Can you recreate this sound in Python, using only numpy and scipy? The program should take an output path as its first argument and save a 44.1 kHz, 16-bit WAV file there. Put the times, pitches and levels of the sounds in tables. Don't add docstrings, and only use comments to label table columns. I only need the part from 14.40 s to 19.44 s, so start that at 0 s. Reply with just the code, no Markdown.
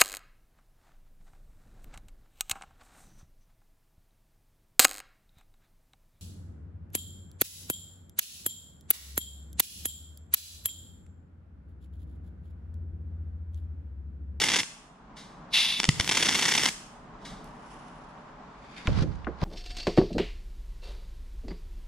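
import sys
import numpy as np
from scipy import signal
from scipy.fft import rfft, irfft
from scipy.io import wavfile
from scipy.ndimage import uniform_filter1d

SR = 44100
rng = np.random.default_rng(int(sys.argv[2]) if len(sys.argv) > 2 else 0)


def waveform_to_disk(signal):
    frames = np.transpose(np.atleast_2d(signal))
    scaled = np.clip(frames, -1, 1) * 32767
    samples = np.round(scaled).astype(np.int16)
    wavfile.write(sys.argv[1], SR, samples)


def volts(x):
    e = np.asarray(x, float) / 20
    return 10 ** e


N = 222264
T = np.arange(N) / SR
F = np.maximum(np.fft.rfftfreq(N, 1 / SR), 1)

# full at [s], level [dB], rise [dB/s], hold [s], fall [dB/s].
ARC_BURN = [
    (0.0, -32, 500, 0.207, 677.5),
    (1.385, -39, 2004, 0.018, 300.5),
    (1.51, -50.5, 299, .17, 903),
    (1.76, -30.5, 101.5, 0.5194, 496),
]
# start [s], length [s], peak [dB].
DROPLET_SPITS = [(.0011, 0.0022, -12), (.0164, .005, -8.5), (0.038, 0.0073, -9.5), (0.086, 0.0063, -10.5),
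                 (0.118, .003, -11), (.1326, 0.017, -12.5), (0.1594, 0.0083, -8), (0.187, 0.018, -16),
                 (1.6922, 0.0066, -7.5), (1.713, 0.012, -10.5), (1.749, .006, -13.5),
                 (1.7718, 0.0049, -6.5), (1.8266, 0.012, -9), (1.8543, 0.017, -14.5), (1.887, 0.0075, -8.5),
                 (1.946, .012, -11), (1.9906, .006, -12.5), (2.0234, 0.0088, -10.5), (2.054, 0.0064, -8.5),
                 (2.0817, .009, -11), (2.1138, 0.012, -12.5), (2.139, 0.0058, -12), (2.15, 0.0083, -13),
                 (2.1776, 0.0062, -8.5), (2.2346, 0.0037, -10), (2.257, 0.0046, -4.5),
                 (2.286, 0.0052, -12.5)]
# start [s], length [s], peak [dB].
WIRE_POPS = [(.2328, .0005, -16.5), (1.4012, .0005, -4.5), (1.433, .0005, -9.5), (1.4424, .0005, -5),
             (1.4525, .005, -13), (1.4899, .0005, -6), (1.4909, .0005, -2.5), (1.5985, .0005, -11),
             (1.5999, .0005, -4.5), (1.608, .004, -12), (1.6455, .0005, -14.5), (1.677, .002, -9)]
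# frequency [Hz], level [dB per Hz].
CLICK_COLOUR = [(35, -43.5), (60, -35), (163, -3), (629, -9), (892, 0), (1320, -2.5), (2010, 0.5),
                (2990, 0.5), (3440, 2), (4140, -6.5), (5480, -1.5), (8520, -10.5), (9570, -19),
                (15600, -54.5)]
# frequency [Hz], width [Hz], level [dB].
TORCH_RINGS = [(1940, 310, -4.5), (2640, 160, 8), (3240, 240, -5.5), (4360, 350, 17), (5385, 200, 1),
               (6340, 210, -9), (9650, 470, 20.5)]
# frequency [Hz], level [dB per Hz].
HUM_COLOUR = [(12, -48.5), (20, -6.5), (48, 0), (85, -16.5), (145, -2.5), (241, -3), (380, -14),
              (434, -7.5), (496, -18), (553, -10.5), (1020, -6.5), (2410, -25.5), (3060, -28.5),
              (7610, -41), (12000, -77.5), (15600, -101), (22000, -120)]
# frequency [Hz], likeness [0 to 1].
HUM_LIKENESS = [(60, 0.92), (130, 0.97), (290, 0.96), (640, 0.64), (1400, .35), (3000, 0.23), (7000, 0.05)]
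# time [s], gain [dB].
ROOM_GAIN = [(0.0, -49), (.25, -58.5), (.5, -56.5), (1.1, -52), (2.3, -54), (3.0, -49.5), (4.4, -51.5),
             (4.65, -55), (5.04, -50.5)]
# full at [s], level [dB], rise [dB/s], hold [s], fall [dB/s].
FAN_DRONE = [
    (.87, -62.5, 30.7, 0.032, 7.4),
    (2.89, -56, 35.5, 0.041, 90),
]
# full at [s], level [dB], rise [dB/s], hold [s], fall [dB/s].
GAS_RUSH = [
    (1.143, -23.5, 1190, 0.045, 64.5),
]
# full at [s], level [dB], rise [dB/s], hold [s], fall [dB/s].
GAS_VENTS = [
    (.77, -50, 2090, 0.0094, 105.5),
    (2.828, -62.5, 397, .002, 400),
    (2.852, -47, 3000, 0.0018, 110),
]
# full at [s], level [dB], rise [dB/s], hold [s], fall [dB/s].
CUP_WHISTLE = [
    (.77, -63, 1900, .002, 500),
    (1.146, -34, 1600, .04, 60),
    (1.15, -41, 1600, .25, 150),
]
# frequency [Hz], level [dB per Hz].
RUSH_COLOUR = [(290, -60.5), (500, -32.5), (816, -16.5), (1540, -18), (2020, -12), (2370, -7.5),
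               (2690, 1.5), (3020, -6), (3540, -6), (4030, -2.5), (4520, -6), (8160, -25.5), (9700, -20.5),
               (13300, -42), (15600, -54.5)]
# frequency [Hz], level [dB per Hz].
VENT_COLOUR = [(880, -36.5), (1500, -0.5), (1990, -3), (2670, -4.5), (4040, 0.5), (9280, -13.5),
               (11700, -32), (14000, -40), (15600, -40)]
# start [s], peak [dB], frequency [Hz], time to fall 60 dB [s], left minus right [dB].
THUDS = [(1.4835, -21, 116.4, 0.052, -2), (1.4893, -6.5, 135, 0.048, 1.5), (1.4897, -10, 2000, .016, 2),
         (1.506, -38, 125, 0.029, -2), (1.53, -38, 94, 0.2, -8), (1.599, -18, 90, 0.037, 2),
         (4.456, -30.5, 198, 0.055, 0), (4.479, -8.5, 75.4, 0.028, 0), (4.502, -21, 81.5, 0.079, 6),
         (4.621, -11.5, 161, 0.026, -3), (4.641, -37, 70.2, 0.42, -19), (4.844, -36.5, 66.5, 0.65, -14),
         (5.019, -24.5, 145, 0.058, 9), (5.031, -7, 120, 0.016, 0)]
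# start [s], peak [dB], centre [Hz], time to fall 60 dB [s], left minus right [dB].
TICKS = [(1.4901, -12, 2900, 0.009, 2), (1.509, -38, 3900, .04, 4), (3.044, -43, 7300, .008, 13),
         (4.365, -39, 2400, 0.019, 4), (4.4722, -25, 4800, .004, 2), (4.4726, -16, 2000, 0.005, 2.5),
         (4.4759, -18, 1300, 0.012, -2), (4.484, -24, 390, 0.052, -1), (4.607, -36, 3300, .04, 4),
         (4.624, -36, 3700, .03, 0), (4.627, -28.5, 300, 0.14, 2.5), (4.755, -53, 4600, .03, 1),
         (4.846, -37, 2000, .025, 11), (4.869, -23, 1050, 0.07, 3.5), (4.872, -25, 310, 0.17, -3),
         (5.016, -30, 2900, 0.0077, 2), (5.020, -27.5, 600, 0.13, -6), (5.030, -42, 3700, 0.012, -7.5)]
# full at [s], level [dB], rise [dB/s], hold [s], fall [dB/s].
SLEEVE_RUSTLE = [
    (3.055, -63, 2000, .002, 170),
    (3.316, -59.5, 60, 0.017, 32.5),
]
# full at [s], level [dB], rise [dB/s], hold [s], fall [dB/s].
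ARM_SWISH = [
    (4.34, -56.5, 60, 0.018, 300),
    (4.365, -49.5, 3000, .01, 71),
    (4.46, -61, 60, .005, 900),
]
# full at [s], level [dB], rise [dB/s], hold [s], fall [dB/s].
GLOVE_DRAG = [
    (4.475, -44.5, 360, 0.0067, 360),
    (4.58, -38.5, 140, 0.055, 2500),
    (4.65, -58, 740, 0.077, 49),
    (5.04, -33.5, 550, .01, 100),
    (5.01, -63, 450, .03, 100),
]
# frequency [Hz], level [dB per Hz].
SLEEVE_COLOUR = [(1500, -10), (3000, -3.5), (4000, -17), (5200, -9), (8500, -16.5), (10200, -12),
                 (11000, -26), (12100, -39), (14000, -36), (15500, -67)]
# frequency [Hz], level [dB per Hz].
SWISH_COLOUR = [(710, -40), (1200, -11), (1610, 3.5), (1810, -4), (2260, 4.5), (3040, -5.5), (3680, 0),
                (3960, -12), (4590, -3), (5100, -8.5), (7870, -17), (8570, -30), (9520, -17.5),
                (15000, -58)]
# frequency [Hz], level [dB per Hz].
GLOVE_COLOUR = [(150, -17), (400, -9), (1400, -11), (2300, -18), (3800, -18.5), (5100, -20), (8000, -39),
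                (10000, -39.5), (14000, -70)]
# full at [s], level [dB], rise [dB/s], hold [s], fall [dB/s].
HAND_DRAUGHT = [
    (4.49, -28.5, 2000, .1, 80),
    (4.646, -36, 200, .02, 175),
]
# left delay [ms], right delay [ms], left gain [factor], right gain [factor].
TORCH_PATHS = [(0, .024, 1, 1), (.32, .36, .12, .12), (.53, .61, .3, .14), (.75, .72, -.3, -.05),
               (1.2, 1.2, -.15, -.18), (1.62, 1.66, -.15, -.1)]
# frequency [Hz], left minus right [dB].
PORT_SHADE = [(100, -1), (1000, 1.5), (2400, 1), (4200, 0.7), (5900, -8), (6800, -5), (9500, 8.5),
              (15000, 20.5)]
# band centre [Hz], time to fall 60 dB [s], level [dB].
GARAGE_BANDS = [(125, 0.49, -36.5), (500, 0.17, -30), (1503, 0.72, -25.5), (3000, 0.76, -27),
                (6110, 0.54, -19), (10100, 0.6, -10), (13100, 0.29, -8)]

SHORT_DB, SHORT_S = -5, 0.0087
CLICK_GAP_S, CLICK_SPREAD_DB = 0.0016, 4
STRAY_GAP_S, STRAY_DB = 0.006, -16
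CRACKLE_DB, SIZZLE_DB = -2.0, -13
POOL_DB, POOL_FOLLOW = -26.5, 0.63
BASS_DB = -3
STRIKE_S, STRIKE_DUCK_DB, STRIKE_FALL = 1.402, -14.5, 1300
TICK_SPAN = 1.674
DRAUGHT_PAN_DB = -9
LIMIT, RELEASE_S = 0.7, 0.02


def along(table, column, hz):
    table = np.array(table, float)
    return np.interp(np.log(hz), np.log(table[:, 0]), table[:, column])


def unit(x):
    return x / np.sqrt(np.mean(x ** 2))


def noise():
    return rng.standard_normal(N)


def colour(x, spectrum):
    return unit(irfft(rfft(x) * volts(along(spectrum, 1, F)), N))


def band(x, hz, width_hz):
    return signal.lfilter(*signal.iirpeak(hz, hz / max(width_hz, 5), SR), x)


def flicker(rate_hz, depth_db):
    step = int(SR / rate_hz)
    stairs = np.repeat(rng.standard_normal(N // step + 1), step)[:N]
    return volts(depth_db * unit(uniform_filter1d(stairs, step)))


def swell(rows):
    gain = np.zeros(N)
    for full_s, db, rise, hold_s, fall in rows:
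        before = np.maximum(full_s - T, 0)
        after = np.maximum(T - full_s - hold_s, 0)
        gain += volts(db - rise * before - fall * after)
    return gain


def pan(x, db):
    return np.array([x * volts(db / 2), x * volts(-db / 2)])


def spark():
    hz = np.maximum(np.fft.rfftfreq(1024, 1 / SR), 1)
    db = along(CLICK_COLOUR, 1, hz)
    for ring_hz, width_hz, ring_db in TORCH_RINGS:
        db = db + 0.36 * (ring_db + 6) / (1 + (2 * (hz - ring_hz) / width_hz) ** 2)
    cepstrum = irfft(np.log(volts(db)))
    cepstrum[1:512] *= 2
    cepstrum[513:] = 0
    click = irfft(np.exp(rfft(cepstrum)))
    return click / click[np.abs(click).argmax()]


def shorts():
    s = np.array(DROPLET_SPITS)[:, :1]
    dips = np.clip(1 - (s - T) / SHORT_S, 0, 1) * (T < s)
    return volts(SHORT_DB * np.sum(dips, axis=0))


def snaps():
    start, length, db = np.transpose(WIRE_POPS + DROPLET_SPITS)[:, :, None]
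    gap, spread, side = rng.random((len(start), 16, 3)).transpose(2, 0, 1)
    first = np.arange(16) == 0
    late = np.cumsum(np.where(first, 0, CLICK_GAP_S * (0.6 + 1.6 * gap ** 2)), axis=1)
    sign = np.where(first | (side < 0.45), -1, 1)
    softer = np.where(first, 0, CLICK_SPREAD_DB * 2 * spread ** 2)
    size = sign * volts(db - softer) * (late <= length)

    gap, spread, side = rng.random((1500, 3)).T
    at = (np.cumsum(STRAY_GAP_S * (0.4 + 1.2 * gap)) * SR).astype(int)
    out = np.zeros(2 * N)
    out[at] = np.where(side < 0.7, -1, 1) * volts(STRAY_DB + 5.1 * (spread - 0.5))
    out = out[:N] * (swell(ARC_BURN) * shorts() > volts(-35))
    np.add.at(out, ((start + late) * SR).astype(int), size)
    return out


def arc():
    click = spark()
    lead = np.roll(snaps(), -np.abs(click).argmax())

    lag = T[:1200] - T[600]
    fade = volts(-60 * np.where(lag > 0, lag / 0.016, 0.1 - lag / 0.012))
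    splutter = np.convolve(np.abs(lead), fade, "same") * noise() * volts(-25)

    seeds = (rng.random(N) < 600 / SR) * np.where(rng.random(N) < 0.6, -1, 1)
    seeds = seeds * volts(7.7 * rng.random(N) ** 2)
    crackle = unit(np.convolve(unit(seeds) + 0.78 * noise(), click)[:N]) * flicker(60, 0.85)
    sizzle = unit(band(band(noise(), 7400, 4500), 6500, 6000)) * flicker(98, 2.1) * flicker(35, 1.9)
    rumble = unit(band(band(noise(), 141, 220), 170, 300))

    burn = swell(ARC_BURN)
    clicks = np.convolve(lead + splutter, click)[:N]
    fire = burn * shorts() * (volts(CRACKLE_DB) * crackle + volts(SIZZLE_DB) * sizzle)
    pool = volts(POOL_DB) * burn ** POOL_FOLLOW * (burn > volts(-60)) * rumble
    return clicks + fire + pool


def hum():
    like = np.clip(along(HUM_LIKENESS, 1, F), 0, 0.99)
    raw = rfft(rng.standard_normal((2, N))) * volts(along(HUM_COLOUR, 1, F))
    mid, side = raw * np.sqrt([1 + like, 1 - like])
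    both = np.array([mid + side, mid - side])
    low = 1 / (1 + (F / 350) ** 4)
    bass = unit(irfft(both * low, N))
    rest = unit(irfft(both * (1 - low), N))
    gain = volts(np.interp(T, *np.transpose(ROOM_GAIN)))
    bass_gain = volts(BASS_DB) * gain + swell(FAN_DRONE)
    return bass * bass_gain * flicker(11, 0.81) + rest * gain * flicker(22, 0.59)


def gas():
    quell = volts(np.clip(STRIKE_FALL * (STRIKE_S - T), STRIKE_DUCK_DB, 0))
    rush = colour(noise(), RUSH_COLOUR) * flicker(150, 1.1) * swell(GAS_RUSH) * quell
    whistle = unit(band(band(noise(), 3493, 170), 3500, 400)) * swell(CUP_WHISTLE) * quell ** 0.5
    vents = colour(noise(), VENT_COLOUR) * swell(GAS_VENTS)
    return rush + whistle + vents


def thuds():
    out = np.zeros((2, N))
    for s, db, hz, t60, pan_db in THUDS:
        t = np.maximum(T - s, 0)
        swing = np.sin(2 * np.pi * hz * t) * (1 - np.exp(-t / 0.00053))
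        out += pan(volts(db - 60 * t / t60) * swing, pan_db)
    return out


def ticks():
    out = np.zeros((2, N))
    for s, db, hz, t60, pan_db in TICKS:
        i = int(s * SR)
        t = T[:min(N - i, 12000)]
        edges = signal.butter(3, [hz / TICK_SPAN, hz * TICK_SPAN], "band", fs=SR, output="sos")
        hiss = rng.standard_normal(12000)[:len(t)]
        push = hiss * volts(-60 * t / t60) + 3 * (t == 0)
        crack = signal.sosfilt(edges, push)
        out[:, i:i + len(t)] += pan(volts(db) * crack / np.abs(crack).max(), pan_db)
    return out


def rub(spectrum, rows):
    grains = rng.standard_normal((2, N)) * flicker(120, 1.8)
    return colour(grains + 0.14 * grains[::-1], spectrum) * swell(rows)


def cloth():
    sleeves = rub(SLEEVE_COLOUR, SLEEVE_RUSTLE)
    return sleeves + rub(SWISH_COLOUR, ARM_SWISH) + rub(GLOVE_COLOUR, GLOVE_DRAG)


def draught():
    edges = signal.butter(2, [35, 150], "band", fs=SR, output="sos")
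    eddies = unit(signal.sosfilt(edges, rng.standard_normal((2, N))))
    return eddies * pan(swell(HAND_DRAUGHT), DRAUGHT_PAN_DB)


def ports(x):
    paths = np.array(TORCH_PATHS)
    heard = []
    for side in range(2):
        delays = np.exp(-2j * np.pi * np.outer(paths[:, side] / 1000, F))
        heard.append(paths[:, 2 + side] @ delays)
    shade = volts(along(PORT_SHADE, 1, F) / 2)
    return irfft(rfft(x) * np.array(heard) * np.array([shade, 1 / shade]), N)


def garage(x):
    t = T[:SR]
    tail = np.zeros((2, SR))
    for hz, t60, db in GARAGE_BANDS:
        hiss = band(band(rng.standard_normal((2, SR)), hz, 0.78 * hz), hz, 0.78 * hz)
        dying = hiss * volts(-60 * t / t60)
        tail += volts(db) * unit(dying)
    onset = 1 - np.exp(-t / 0.005)
    return signal.fftconvolve(x[None], tail * onset / np.sqrt(SR), axes=1)[:, :N]


def scene():
    torch = arc() + gas()
    near = ticks() + thuds()
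    room = garage(torch + near.mean(axis=0))
    return ports(torch) + room + near + cloth() + draught() + hum()


def roll_off(x):
    return signal.sosfilt(signal.butter(12, 15750, fs=SR, output="sos"), x)


def record(dry):
    peak = np.log(np.abs(dry).max(axis=0) + 1e-9) + T / RELEASE_S
    held = np.exp(np.maximum.accumulate(peak) - T / RELEASE_S)
    duck = uniform_filter1d(np.minimum(1, LIMIT / held) ** 1.6, size=160)
    duck = np.roll(duck, shift=200)
    mix = np.tanh(0.71 * dry * duck) / 0.67
    return roll_off(mix)


dry = scene()
out = record(dry)
waveform_to_disk(out)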